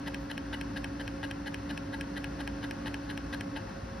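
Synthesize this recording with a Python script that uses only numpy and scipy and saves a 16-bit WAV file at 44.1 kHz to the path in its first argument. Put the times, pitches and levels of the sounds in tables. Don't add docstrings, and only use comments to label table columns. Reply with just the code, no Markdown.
import sys
import numpy as np
from scipy import signal
from scipy.fft import rfft, irfft
from scipy.io import wavfile
from scipy.ndimage import uniform_filter1d

SR = 44100
rng = np.random.default_rng(int(sys.argv[2]) if len(sys.argv) > 2 else 0)


def wav_record(signal):
    frames = np.transpose(np.atleast_2d(signal))
    bounded = np.clip(frames, -1, 1)
    quanta = np.round(bounded * 32767).astype(np.int16)
    wavfile.write(sys.argv[1], SR, quanta)


N = 176400

# time the snap is due in seconds, snap trim in dB, scrape trim in dB,
# scrape length in seconds.
STROKES = [(0.1445, 3, -1.3, 0.021), (0.378, 1.5, -1.5, 0.018), (0.6119, 1.5, 0.4, 0.022),
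           (.8436, 3, -1.5, 0.023), (1.0775, 0.2, -3, 0.019), (1.3112, 1.1, -0.5, 0.021),
           (1.5434, 3, -1.1, 0.023), (1.7762, 0.5, -3, 0.021), (2.0104, 2, -1.5, 0.023),
           (2.2427, 3, -2, 0.021), (2.4756, 2, -3.5, 0.022), (2.7101, 1.8, -2.3, 0.022),
           (2.9426, 3, -1.5, .023), (3.176, 0.4, -5, 0.026), (3.409, 2.5, -0.1, 0.02),
           (3.6415, 0, -3.3, .024)]
MOTOR_STOP_S = 3.59
SIDE = np.array([[1], [-1]])


def undb(db):
    return 10 ** (np.asarray(db) / 20)


def curve(points, hz):
    knots_hz, values = np.array(points, float).T
    return np.interp(np.log(np.maximum(hz, 1)), np.log(knots_hz), values)


def add(track, start_s, sound):
    i = int(round(start_s * SR))
    track[..., i:i + sound.shape[-1]] += sound[..., :max(N - i, 0)]


def drift(per_s):
    hold = int(SR / per_s)
    steps = np.repeat(rng.standard_normal(N // hold + 1), hold)
    return 1.3 * uniform_filter1d(uniform_filter1d(steps, hold), hold)[:N]


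def filtered(sound, hz, kind="low", order=2):
    return signal.sosfilt(signal.butter(order, hz, kind, fs=SR, output="sos"), sound)


def sine(hz):
    return np.sin(2 * np.pi * np.cumsum(hz) / SR)


def mode(hz, t60_s):
    t, decay = np.arange(SR // 8) / SR, np.log(1000) / t60_s
    return 2 * decay / SR * np.exp(-decay * t) * np.sin(2 * np.pi * hz * t)


def reflections(sound, t60_s):
    t = np.arange(SR // 2) / SR
    tail = rng.standard_normal(len(t)) * np.exp(-np.log(1000) * t / t60_s)
    return signal.fftconvolve(sound, tail / np.sqrt(np.sum(tail ** 2)))[:N]


def fans():
    # frequency in Hz, noise density in dB per Hz.
    air_spectrum = [(20, -109), (31, -86), (42, -76), (56, -62.5), (75, -69.5), (105, -61), (133, -74),
                    (155, -65), (250, -67.5), (340, -72.5), (480, -80.5), (900, -78.5), (1220, -82.5),
                    (1500, -80), (1950, -85), (2300, -91.5), (3700, -95), (5500, -94), (7000, -100.5),
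                    (7800, -106), (9000, -106.5), (11500, -111.5), (13000, -118), (16000, -119)]
    # centre in Hz, width in Hz, lift in dB.
    ducts = [(543.2, 41, 13.5), (2620, 103, 7), (2850, 31, 5), (3630, 120, 0.5), (4190, 50, 5),
             (4350, 44, 7.5), (5570, 37, 6.5)]
    # frequency in Hz, side minus mid in dB.
    air_width = [(60, -20.5), (350, -14), (550, 5), (1150, -5), (1650, -13.5), (2400, -4.5), (5300, -6),
                 (6100, 3), (7200, -32), (9200, -51), (10500, -4), (15000, -31)]
    # pitch in Hz, rms level in dB, waver as a share of the pitch.
    fan_tones = [(58.5, -50, 0.0083), (543.4, -54.5, 0.00401), (700, -68, 0.0019), (1100, -58, 0.0033),
                 (1388, -69.5, 0.00318), (1630, -71, 0.0029)]
    hz = np.arange(N // 2 + 1) * SR / N
    duct_db = sum(lift / (1 + (2 * (hz - centre) / width) ** 2) for centre, width, lift in ducts)
    mid, side = rfft(rng.standard_normal((2, N)))
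    spread = undb(curve(air_width, hz))
    colour = undb(curve(air_spectrum, hz) + duct_db) * np.sqrt(SR / 2 / (1 + spread ** 2))
    air = irfft(colour * (mid + spread * side * SIDE), N)
    tones = np.zeros(N)
    for pitch_hz, db, waver in fan_tones:
        level = undb(db + drift(11))
        tones += level * np.sqrt(2) * sine(pitch_hz * (1 + waver * drift(14)))
    return air * undb(0.5 * drift(8.65)) + tones


def squeak():
    length_s, base_hz, arch_hz = 0.11, 12100, 450
    arch = np.sin(np.linspace(0, np.pi, int(length_s * SR)))
    out = np.zeros(N)
    add(out, start_s=0.17, sound=undb(-72) * arch * sine(base_hz + arch_hz * arch))
    return out


def motor():
    # seconds from the snap, swell in dB, pitch bend in Hz.
    load_cycle = [(-.118, 1.1, 0.5), (-.09, -0.2, 5.5), (-.05, 2.5, -1.1), (-.02, -2, -1), (.005, -1, -1.5),
                  (.02, -0.2, -4.5), (.075, -0.6, 0)]
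    hum_hz, hum_db, rattle_db, fade_s = 285.5, -42, -53, 0.015
    t = np.arange(N) / SR
    snaps_s = np.array(STROKES)[:, 0]
    period_s = np.mean(np.diff(snaps_s))
    when, swells, bends = np.array(load_cycle).T
    swell_db = np.interp(t - snaps_s[0], when, swells, period=period_s)
    bend_hz = np.interp(t - snaps_s[0], when, bends, period=period_s)
    pitch_hz = hum_hz * (1 + 0.00056 * drift(12.8)) + bend_hz - np.mean(bend_hz)
    hum = undb(hum_db + swell_db + 0.25 * drift(16)) * np.sqrt(2) * sine(pitch_hz)
    rattle = signal.fftconvolve(rng.standard_normal(N), mode(hz=273.8, t60_s=0.18))[:N]
    running = np.clip((MOTOR_STOP_S - t) / fade_s + 0.5, 0, 1)
    return running * (hum + undb(rattle_db) * rattle / np.std(rattle))


def housing(scraped):
    # pitch in Hz, T60 in seconds, level in dB when snapped, and when scraped.
    modes = [(573, 0.016, -14.5, -5.5), (885, 0.032, -7.5, 0.5), (1636, 0.027, 1, 5.5),
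             (1961, 0.022, -7.5, -2), (2167, 0.022, -8, -10.5), (2575, 0.012, -4, -10.5),
             (2902, 0.029, -5, -2), (3116, 0.013, -8, -8), (3700, 0.0095, -18, -9),
             (4200, 0.013, -15, -8.5), (4966, 0.013, -19, -12.5), (5390, 0.0068, -14.5, -19.5),
             (6800, 0.0046, -28.5, -21.5), (8284, 0.012, -14, -21.5), (10020, 0.0012, -35, -21.5),
             (10780, 0.0055, -23.5, -23), (11330, 0.0089, -38, -27), (12300, 0.0037, -29, -51),
             (14200, .003, -30, -36), (15500, .003, -33, -42)]
    scatter_db, detune = 0.57, 0.0043
    ring = 0
    for k, (hz, t60_s, snapped_db, scraped_db) in enumerate(modes):
        level = undb((scraped_db if scraped else snapped_db) + scatter_db * rng.standard_normal())
        ring += (-1) ** k * level * mode(hz * (1 + detune * rng.standard_normal()), t60_s)
    return ring


def scrape(length_s, rise_db, ring):
    grains_per_s, grain_spread_db = 2400, 3
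    attack_s, release_s = 0.13 * length_s, 0.0075
    treble_hz, brighten_db = 6100, 12
    t = np.arange(SR // 16) / SR
    slips = rng.random(len(t)) < grains_per_s / SR
    grains = slips * undb(grain_spread_db * rng.standard_normal(len(t))) * rng.choice([-1, 1], len(t))
    slack = np.maximum(1 - t / length_s, 0)
    release = np.clip(1 - (t - length_s) / release_s, 0, 1)
    load = undb(-rise_db * slack) * np.minimum(t / attack_s, 1) * release
    grip = undb(-1.5 * drift(per_s=294)[:len(t)])
    body = signal.sosfiltfilt(signal.butter(2, treble_hz, fs=SR, output="sos"), grains)
    treble = (grains - body) * undb(-brighten_db * slack)
    rub = signal.fftconvolve((body + treble) * load * grip, ring)
    rub = filtered(rub, hz=13700, order=6)
    return rub / np.sqrt(np.sum(rub ** 2) / (length_s * SR) + 1e-18)


def glide():
    length_s, centre_hz = 0.045, 9000
    n = int(length_s * SR)
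    hiss = filtered(rng.standard_normal(n), [centre_hz / 1.3, centre_hz * 1.3], "band")
    return undb(-68.5) * hiss / np.std(hiss) * np.sqrt(np.linspace(1, 0, n))


def snap(ring):
    chatter_db, chatter_decay_s = -6.5, 0.0025
    rebound_db, rebound_width_s = -17, 0.00007
    t = np.arange(SR // 100) / SR
    burst = rng.standard_normal(len(t)) * np.exp(-t / chatter_decay_s)
    chatter = filtered(burst, hz=4550, kind="high")
    force = (t == 0) + undb(chatter_db) * chatter / np.sqrt(np.sum(chatter ** 2))
    rebound_s = 0.00345 * (1 + 0.158 * rng.standard_normal())
    rebound = np.exp(-((t - rebound_s) / rebound_width_s) ** 2)
    force += undb(rebound_db) * rebound / (np.sum(rebound) + 1e-18)
    return signal.fftconvolve(force, ring)


def pump():
    # start in seconds, level in dB.
    catches = [(.5322, -2.5), (1.2305, -6), (1.6997, -5), (3.0992, -3), (3.563, -2.5)]
    scrape_db, slip_db, snap_db, settle_db = -37.5, -49.5, 2.5, -27
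    scrape_lead_s, slip_s, settle_lag_s = 0.0645, 0.0075, 0.09
    out = np.zeros(N)
    for snap_s, snap_trim_db, scrape_trim_db, length_s in STROKES:
        let_go_s = snap_s - scrape_lead_s
        rub = scrape(length_s, rise_db=4, ring=housing(scraped=True))
        add(out, let_go_s - length_s, undb(scrape_db + scrape_trim_db) * rub)
        if snap_s < MOTOR_STOP_S:
            ring = housing(scraped=False)
            add(out, let_go_s, glide())
            add(out, snap_s - slip_s, undb(slip_db) * scrape(slip_s, rise_db=0, ring=ring))
            add(out, snap_s, undb(snap_db + snap_trim_db) * snap(ring))
            tick = undb(settle_db + 2 * rng.standard_normal()) * mode(hz=8600, t60_s=0.008)
            add(out, snap_s + settle_lag_s, tick)
    for start_s, db in catches:
        add(out, start_s, undb(db) * filtered(housing(scraped=True), hz=4520))
    creak = scrape(length_s=0.0037, rise_db=0, ring=housing(scraped=False))
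    add(out, start_s=3.692, sound=undb(-49) * creak)
    return out


def scene():
    ticks = pump()
    deck = undb(-14) * reflections(ticks, t60_s=0.0098) * SIDE
    dulled = filtered(ticks, hz=4070)
    room = undb(-9) * np.array([reflections(dulled, t60_s=0.14) for _ in range(2)])
    return ticks + deck + room + motor() + fans() + squeak()


def record(dry):
    # frequency in Hz, the left's lead in radians.
    port_phase = [(20, 0), (420, 0), (700, 1.2), (900, -.8), (1120, -1.9), (1400, -.2), (2200, 0),
                  (3700, .6), (5800, -.1), (6500, -2.1), (7150, -2.6), (8000, -2.7), (8400, -3.8),
                  (8900, -4.4), (10000, -6.1), (12000, -6.4), (13400, -9.2), (16000, -9.5)]
    # frequency in Hz, left minus right in dB.
    port_balance = [(60, -.3), (300, -.6), (570, -1.5), (700, 2), (880, 11), (1200, -.5), (1450, 2),
                    (3000, .7), (3800, 4), (5000, .3), (6200, 1.5), (7000, 0)]
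    hz = np.arange(N // 2 + 1) * SR / N
    gain = undb(SIDE * curve(port_balance, hz) / 2)
    gain /= np.sqrt(np.mean(gain ** 2, axis=0))
    phase = SIDE * curve(port_phase, hz) / 2
    heard = irfft(rfft(dry) * gain * np.exp(1j * phase), N)
    return signal.sosfilt(signal.ellip(8, 0.2, 70, 16000, fs=SR, output="sos"), heard)


dry = scene()
out = record(dry)
wav_record(out)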